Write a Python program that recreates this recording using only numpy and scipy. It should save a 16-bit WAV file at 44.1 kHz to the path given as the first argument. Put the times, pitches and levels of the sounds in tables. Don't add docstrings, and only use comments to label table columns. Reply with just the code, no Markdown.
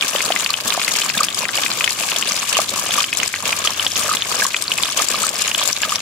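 import sys
import numpy as np
from scipy import signal
from scipy.fft import rfft, irfft
from scipy.io import wavfile
from scipy.ndimage import uniform_filter1d

SR = 44100
rng = np.random.default_rng(int(sys.argv[2]) if len(sys.argv) > 2 else 0)


def dump_mix(stems):
    frames = np.atleast_2d(stems).T
    limited = np.clip(frames, -1, 1)
    pcm = np.round(limited * 32767).astype(np.int16)
    wavfile.write(sys.argv[1], SR, pcm)


N = 265261
TIME = np.arange(N) / SR
AGE = np.arange(SR // 25) / SR

STRAND_ATTACK_S, STRAND_RELEASE_S, TRICKLE_DB = .015, .015, -32
SMACK_RING_S, BOUNCE_DB, BOUNCE_S = .00066, -10, .002
LAG_S_PER_DB, AHEAD_DB = .00001, 2.5
SPIT_DB = -13
STRAY_SMACKS_PER_S, STRAY_SMACK_DB, SMACK_LOW_HZ, SMACK_HIGH_HZ = 12, -15.5, 2470, 4300
STRAY_SPITS_PER_S, STRAY_SPIT_DB, SPIT_LOW_HZ, SPIT_HIGH_HZ = 15, -12.5, 4170, 8870
STRAY_SPREAD_DB, STRAY_PAN_DB = 2, 10
STRAY_FOLLOWS = .5
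PLOP_SPLASH_DB, PLOP_SPLASH_S = -5, .009
BUBBLE_WOBBLE, WOBBLE_HZ = .4, 143
PATTER_HOLDS_BACK = .32
PUDDLE_FOLLOWS = .75
FIRING_HZ = 17.75
CUTOFF_HZ = 15700


def from_db(db):
    return 10 ** (np.asarray(db) / 20)


def rms_one(x):
    return x / np.sqrt(np.mean(x ** 2) + 1e-20)


def panned(db):
    return from_db(np.array([[.5], [-.5]]) * db)


def add(out, s, sound):
    i = int(np.clip(s * SR, 0, N - 1))
    out[:, i:i + sound.shape[-1]] += sound[..., :N - i]


def filtered(x, hz, kind):
    return signal.sosfilt(signal.butter(2, hz, kind, fs=SR, output="sos"), x)


def drift(rate):
    step = 40
    r = np.exp(-2 * step * np.pi * rate / SR)
    noise = rng.standard_normal(N // step + 2002)
    slow = signal.lfilter([1], [1, -2 * r, r * r], noise)[2000:]
    return np.interp(np.arange(N) / step, np.arange(len(slow)), rms_one(slow))


def colour(x, points, power=1):
    size = 4096
    hz, db = np.transpose(points)
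    grid_hz = np.arange(size // 2 + 1) * SR / size
    gain = from_db(power * np.interp(np.log(grid_hz + 1), np.log(hz), db))
    cepstrum = irfft(np.log(gain))[:size // 2]
    cepstrum[1:] *= 2
    response = irfft(np.exp(rfft(cepstrum, size)))
    if power == 1:
        response /= np.linalg.norm(response)
    return signal.fftconvolve(np.atleast_2d(x), response[None], axes=1)[:, :N]


def lean(x):
    # (frequency [Hz], level [dB])
    balance = [(300, 2), (1200, -5), (1800, 2), (3200, -1.5), (4400, 8), (5700, 8.5), (7600, 16),
               (10500, 15), (15000, 2)]
    left = colour(x[0], balance, power=.47)
    right = colour(x[1], balance, power=-.32)
    return np.vstack([left, right])


def pair(alike, size):
    mid, side = rng.standard_normal((2, size))
    alike = np.clip(alike, -1, 1)
    return (np.sqrt(1 + alike) * mid + np.sqrt(1 - alike) * side * [[1], [-1]]) / np.sqrt(2)


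def ping(hz, rise_s, decay_s, glide=0., lag_s=0.):
    lags = np.maximum([[-lag_s], [lag_s]], 0)
    age = np.maximum(AGE - lags, 0)
    shape = (1 - np.exp(-(age / rise_s) ** 2)) * np.exp(-age / decay_s)
    return -shape / shape.max() * np.sin(2 * np.pi * hz * age * (1 + glide * age))


def burst(crack_s, tail_db, tail_s, alike):
    crack = AGE / crack_s * np.exp(1 - AGE / crack_s)
    tail = from_db(tail_db) * np.exp(-AGE / tail_s)
    return (crack + tail) * pair(alike, len(AGE))


def flow():
    # (start [s], length [s], level [dB])
    strands = [(0.009, 0.04, -21.5), (0.071, 0.39, -26), (0.638, 0.28, -25.5), (0.925, 0.17, -24),
               (1.135, 0.11, -24.5), (1.365, 0.07, -23.5), (1.529, 0.13, -22.5), (1.686, 0.22, -28.5),
               (1.969, 0.24, -25), (2.236, 0.2, -27.5), (2.47, 0.155, -22.5), (2.697, 0.25, -25),
               (2.951, 0.06, -21.5), (3.166, 0.099, -25), (3.428, 0.096, -24), (3.547, 0.155, -25),
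               (3.745, 0.12, -26), (3.949, 0.2, -23), (4.287, 0.16, -22.5), (4.691, 0.25, -30),
               (4.959, 0.085, -19.5), (5.093, 0.195, -23), (5.322, 0.18, -26), (5.568, 0.135, -23),
               (5.805, 0.16, -28)]
    power = from_db(TRICKLE_DB) ** 2
    for s, length_s, db in strands:
        attack = np.clip((TIME - s) / STRAND_ATTACK_S, 0, 1)
        release = np.exp(-np.clip((TIME - s - length_s) / STRAND_RELEASE_S, 0, 20))
        power = power + (from_db(db) * attack * release) ** 2
    return 10 * np.log10(power)


def strays(flow_db, per_s, db, low_hz, high_hz):
    when, mass, pitch = rng.random((round(per_s * N / SR), 3)).T
    fallen = np.cumsum(from_db(STRAY_FOLLOWS * flow_db))
    share = (np.arange(len(when)) + when) / len(when)
    s = np.interp(share, fallen / fallen[-1], TIME)
    level_db = db + STRAY_SPREAD_DB * (2 * mass - 1)
    return list(zip(s, level_db, low_hz * (high_hz / low_hz) ** pitch))


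def smacks(flow_db):
    # (time [s], level [dB], pitch [Hz], left minus right [dB])
    biggest = [(0.0101, -3.5, 3450, 8), (0.0245, -4, 2580, -13), (0.1609, -4.5, 2950, 7),
               (0.2052, -4, 2270, 2), (0.3214, -5, 3040, 7), (0.3618, -3.5, 2070, 9),
               (0.4619, -2.5, 2750, 6), (0.5396, -2.5, 2900, 5), (0.7043, -5.5, 3560, -15),
               (0.7233, -4.5, 2910, 2), (0.816, -5, 2370, 6), (0.8802, -4.5, 2130, 7),
               (1.0174, -4.5, 3010, 3), (1.0992, -5, 2540, 7), (1.2853, -4.5, 3210, 4),
               (1.4536, -6, 2300, 9), (1.49, -6.5, 1700, 7), (1.6355, -6.5, 3520, 9), (1.6622, -4, 2390, 7),
               (1.7162, -5.5, 4190, 9), (1.8084, -3.5, 2500, 4), (1.8413, 0, 3060, 3),
               (1.8765, -1.5, 2180, 9), (2.1185, -4, 2670, 3), (2.1616, -5, 3320, 6),
               (2.2251, -3.5, 2950, 5), (2.5689, -3.5, 2990, -11), (2.6915, -6, 4120, 8),
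               (2.9075, -6, 3370, 1), (2.9885, -7.5, 3170, 3), (3.0049, -5, 3090, 7),
               (3.0416, -3.5, 2990, -1), (3.1288, -2, 2480, 4), (3.2004, -5, 2840, -6),
               (3.2313, -1.5, 2240, 3), (3.3399, -2.5, 2130, 3), (3.5275, 1, 2450, 0),
               (3.6737, 2.5, 3100, -2), (3.796, -2.5, 2990, 2), (3.8654, 0.5, 3230, 0),
               (3.9575, -6.5, 3560, -3), (4.1697, -4, 3270, -1), (4.2216, -3, 3380, 1),
               (4.5445, 0, 2300, 4), (4.565, -4.5, 3290, -1), (4.6801, -4.5, 4240, 1),
               (4.718, 0.5, 2900, -1), (4.7843, -3.5, 2560, 0), (4.8345, 1, 3580, -6),
               (4.8565, -7, 3400, -3), (4.9885, -5.5, 3250, -2), (5.4805, -5.5, 2730, -2),
               (5.515, -4, 2760, -2), (5.5477, 0, 3270, -2), (5.627, -6, 3490, -4),
               (5.7655, -6.5, 3740, -5), (5.8329, -3, 2780, 0), (5.9572, -5.5, 3660, -4)]
    rings, slaps = np.zeros((2, 2, N))
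    lesser = [(*drop, STRAY_PAN_DB * (2 * rng.random() - 1))
              for drop in strays(flow_db, STRAY_SMACKS_PER_S, STRAY_SMACK_DB, SMACK_LOW_HZ, SMACK_HIGH_HZ)]
    for s, db, hz, pan_db in list(biggest) + lesser:
        decay_s = SMACK_RING_S * 2 ** (.5 * (rng.random() - .5))
        lag_s = LAG_S_PER_DB * (pan_db - AHEAD_DB)
        air = ping(hz, rise_s=.00025, decay_s=decay_s, glide=8, lag_s=lag_s)
        ring = from_db(db) * panned(pan_db) * air
        add(rings, s, ring)
        add(rings, s + BOUNCE_S * (1 + .5 * rng.random()), from_db(BOUNCE_DB) * ring)
        push_on_stone = ping(610, rise_s=.0001, decay_s=.0022)
        add(rings, s, from_db(db - 27.5) * push_on_stone)
        slap = burst(crack_s=.0005, tail_db=-15, tail_s=.003, alike=.5)
        add(slaps, s - .0002, from_db(db - 8.5) * panned(pan_db) * slap)
    return rings + filtered(slaps, [950, 4600], "band")


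def spits(flow_db):
    # (time [s], level before SPIT_DB [dB], bubble pitch [Hz])
    loudest = [(0.2605, -4, 4500), (0.4455, -3, 4460), (0.5043, 1.5, 4180), (0.8295, -6, 4500),
               (0.8467, 0, 4340), (1.093, -3, 4440), (1.2318, -1, 4300), (1.2473, -1.5, 8900),
               (1.346, -7, 7980), (1.5551, -2.5, 4450), (1.9063, -3, 4700), (2.1845, -9, 6900),
               (2.2886, -4.5, 4750), (2.3644, -5.5, 4930), (2.4959, -4, 5470), (2.5285, -3, 8140),
               (3.0302, -7, 4910), (3.1713, 0, 7400), (3.1868, -6, 5660), (3.2325, -5, 6350),
               (3.2595, -8, 5100), (3.2773, -3.5, 7900), (3.6502, -3, 4560), (3.6589, -3, 6130),
               (3.7055, -6, 5750), (3.9185, -6.5, 5230), (3.9672, -5, 6760), (4.4102, -6, 5300),
               (4.4661, -1, 7000), (4.6227, 0, 8400), (4.8261, -5, 7560), (5.0856, 0, 7240),
               (5.2307, -3, 8050), (5.2672, 1.5, 8260), (5.2911, -0.5, 7450), (5.4199, 1, 7300),
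               (5.4775, -2.5, 6670), (5.5793, -2.5, 7600), (5.6756, 2, 7100), (5.6875, -3, 7600),
               (5.7287, 0, 5900), (5.818, -4, 7030), (5.8275, -8, 5130), (5.9577, -3.5, 5630)]
    # (frequency [Hz], relative power density [dB per Hz])
    spit_colour = [(200, -11), (1000, -15.5), (2000, -5), (3000, 3), (5000, 11), (7200, 7), (9000, 2.5),
                   (12500, 4), (16000, -56)]
    out = np.zeros((2, N))
    lesser = strays(flow_db, STRAY_SPITS_PER_S, STRAY_SPIT_DB, SPIT_LOW_HZ, SPIT_HIGH_HZ)
    for s, db, hz in list(loudest) + lesser:
        crack = burst(crack_s=.00042, tail_db=-14, tail_s=.003, alike=.2)
        ring = ping(hz, rise_s=.0005, decay_s=.0009, lag_s=rng.uniform(0, .0006))
        add(out, s, from_db(db + SPIT_DB) * (.9 * crack + ring))
    return lean(colour(out, spit_colour))


def rocks(x, near_db, near_s, far_db, far_s):
    age = TIME[:SR // 5]
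    near = np.exp(-age / near_s) * (age > .0015)
    far = np.exp(-age / far_s) * (age > .006)
    echo = from_db(near_db) * near / np.linalg.norm(near) + from_db(far_db) * far / np.linalg.norm(far)
    return x + signal.fftconvolve(x, echo * pair(.25, len(age)), axes=1)[:, :N]


def plop_splash():
    wash = burst(crack_s=.0005, tail_db=-4.5, tail_s=PLOP_SPLASH_S, alike=.6)
    wash = wash * (1 - AGE / AGE[-1])
    return 2 * filtered(wash, [520, 1400], "band")


def puddle_drops():
    # (time [s], level [dB], pitch [Hz])
    plops = [(0.151, -10.5, 560), (0.3038, -6.5, 670), (0.7755, -10, 680), (1.585, -13, 660),
             (2.5888, -6, 630), (5.687, -18, 570)]
    # (time [s], level before the 2 dB lift below [dB], pitch [Hz])
    bubbles = [(0.498, -17.5, 1150), (0.744, -17.5, 1160), (1.146, -18.5, 1630), (1.204, -8, 1183),
               (2.567, -15.5, 1130), (2.594, -16, 1175), (2.981, -9, 1140), (3.649, -16.5, 1220),
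               (4.09, -13.5, 1230), (4.1121, -11.5, 1203), (4.419, -11.5, 1620), (4.449, -16, 1090),
               (4.996, -17, 1190), (5.1402, -16, 1190), (5.2351, -15, 1256), (5.831, -15, 1640),
               (5.849, -18, 1230), (5.92, -15, 1187)]
    out = np.zeros((2, N))
    for s, db, hz in plops:
        add(out, s, from_db(db) * ping(hz, rise_s=.0007, decay_s=.003, glide=3, lag_s=.00005))
        add(out, s, from_db(db + PLOP_SPLASH_DB) * plop_splash())
    for s, db, hz in bubbles:
        turns = WOBBLE_HZ * (.5 + rng.random()) * AGE + rng.random()
        wobble = 1 + BUBBLE_WOBBLE * np.sin(2 * np.pi * turns)
        ring = ping(hz, rise_s=.0035, decay_s=.0038, glide=1.5, lag_s=.0001)
        add(out, s, from_db(db + 2) * panned(-3) * wobble * ring)
        for when, pitch in rng.uniform(-1, 1, (3, 2)):
            small = ping(hz * 2 ** (.5 * abs(pitch)), rise_s=.001, decay_s=.0022)
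            add(out, s + .03 * when, from_db(db - 11) * small)
    return filtered(out, 220, "high")


def small_drops(per_s, low_hz, high_hz, cycles, spread_db, pan_db, scatter_s, size):
    when, pitch, mass, place, path, damping = rng.random((int(per_s * N / SR), 6)).T[..., None]
    hz = low_hz * (high_hz / low_hz) ** pitch
    db = spread_db * np.minimum(-np.log(1 - mass), 3.5)
    steps = np.arange(size)
    at = (when * (N - size)).astype(int) + steps
    sides = []
    for side in (1, -1):
        delay_s = np.maximum(side * scatter_s * (path - .5), 0)
        turns = hz * np.maximum(steps / SR - delay_s, 0)
        life = turns / (cycles * (.5 + damping))
        gain = from_db(db + side * pan_db * (place - .5) / 2)
        rings = gain * np.sqrt(life) * np.exp(-life) * np.sin(2 * np.pi * turns)
        sides.append(np.bincount(at.ravel(), rings.ravel(), N))
    return np.diff(sides, prepend=0)


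def puffs(per_s, spread_db, decay_s, steady, alike):
    strength_db = spread_db * np.minimum(rng.exponential(1, N), 3)
    landings = (rng.random(N) < per_s / SR) * from_db(strength_db)
    power = signal.lfilter([1], [1, -np.exp(-1 / (decay_s * SR))], landings ** 2)
    return rms_one(np.sqrt(power + steady)) * pair(alike, N)


def patter(flow_db):
    # (frequency [Hz], relative power density [dB per Hz])
    patter_colour = [(880, -48), (1500, -5), (1640, -5), (1920, -8), (2270, 0.5), (3480, -0.5),
                     (3880, -3.5), (7240, -5), (8570, -11), (14600, -15), (16000, -41)]
    drops = small_drops(per_s=480, low_hz=1530, high_hz=10700, cycles=2.2, spread_db=3.8,
                        pan_db=16, scatter_s=.0002, size=512)
    coarse = filtered(puffs(150, spread_db=5, decay_s=.0018, steady=.4, alike=.2), 4500, "low")
    fine = filtered(puffs(100, spread_db=3.2, decay_s=.0026, steady=.05, alike=0), 4500, "high")
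    clusters = drops * from_db(3 * drift(30))
    ticks = from_db(-3) * rms_one(colour(clusters, patter_colour))
    spray = from_db(.7) * rms_one(colour(coarse + fine, patter_colour))
    surge_db = flow_db - flow_db.mean()
    return lean(from_db(flow_db - PATTER_HOLDS_BACK * surge_db) * (ticks + spray))


def puddles(flow_db):
    # (frequency [Hz], relative power density [dB per Hz])
    puddle_colour = [(110, -19), (200, -2.5), (380, -11), (620, -6.5), (850, -10), (1180, -1),
                     (1450, -11.5), (1680, -6), (2200, -21.5)]
    drops = small_drops(per_s=520, low_hz=376, high_hz=1780, cycles=.89, spread_db=4.5,
                        pan_db=-2, scatter_s=.00056, size=512)
    wash = pair(.8, N) * from_db(4 * drift(60))
    babble = from_db(-6) * rms_one(colour(drops, puddle_colour))
    babble = babble + from_db(-7.5) * rms_one(colour(wash, puddle_colour))
    stir_db = flow_db.mean() + PUDDLE_FOLLOWS * (flow_db - flow_db.mean())
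    return lean(from_db(stir_db) * babble)


def engine():
    # (time [s], level [dB])
    loudness = [(0, -62), (1.8, -57.5), (2.9, -47), (3.8, -46.5), (4.7, -51), (6, -48)]
    # (multiple of the firing rate [-], level that then drifts [dB])
    engine_tones = [(5, -2.5), (6, -5.5), (7, -18), (9, -10)]
    turns = np.cumsum(FIRING_HZ * (1 + .0062 * drift(.77))) / SR
    tones = np.zeros(N)
    for multiple, db in engine_tones:
        fading = from_db(db + 2 * drift(.73))
        tones += fading * np.sin(2 * np.pi * (multiple * turns + rng.random()))
    return from_db(np.interp(TIME, *np.transpose(loudness))) * tones


def rumble():
    # (frequency [Hz], relative power density [dB per Hz])
    rumble_colour = [(20, -39), (60, -9.5), (130, 5.5), (200, 1), (400, 0), (1000, -65)]
    return from_db(-47) * colour(pair(.48, N), rumble_colour) * from_db(2 * drift(.72))


def dip():
    # (start [s], length [s], level change before softening [dB])
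    dips = [(3.283, .045, -6), (5.733, .013, -6)]
    db = sum(depth_db * ((TIME > s) & (TIME < s + length_s)) for s, length_s, depth_db in dips)
    return from_db(uniform_filter1d(db, size=200))


def scene():
    flow_db = flow()
    big = rocks(smacks(flow_db) + spits(flow_db), near_db=-7, near_s=.0022, far_db=-17, far_s=.035)
    water = big + puddle_drops() + patter(flow_db) + puddles(flow_db)
    return dip() * (water + rumble() + engine())


def record(dry):
    rounded = dry / (1 + dry ** 6) ** (1 / 6)
    return signal.sosfilt(signal.ellip(10, .1, 70, CUTOFF_HZ, fs=SR, output="sos"), rounded)


dry = scene()
out = record(dry)
dump_mix(out)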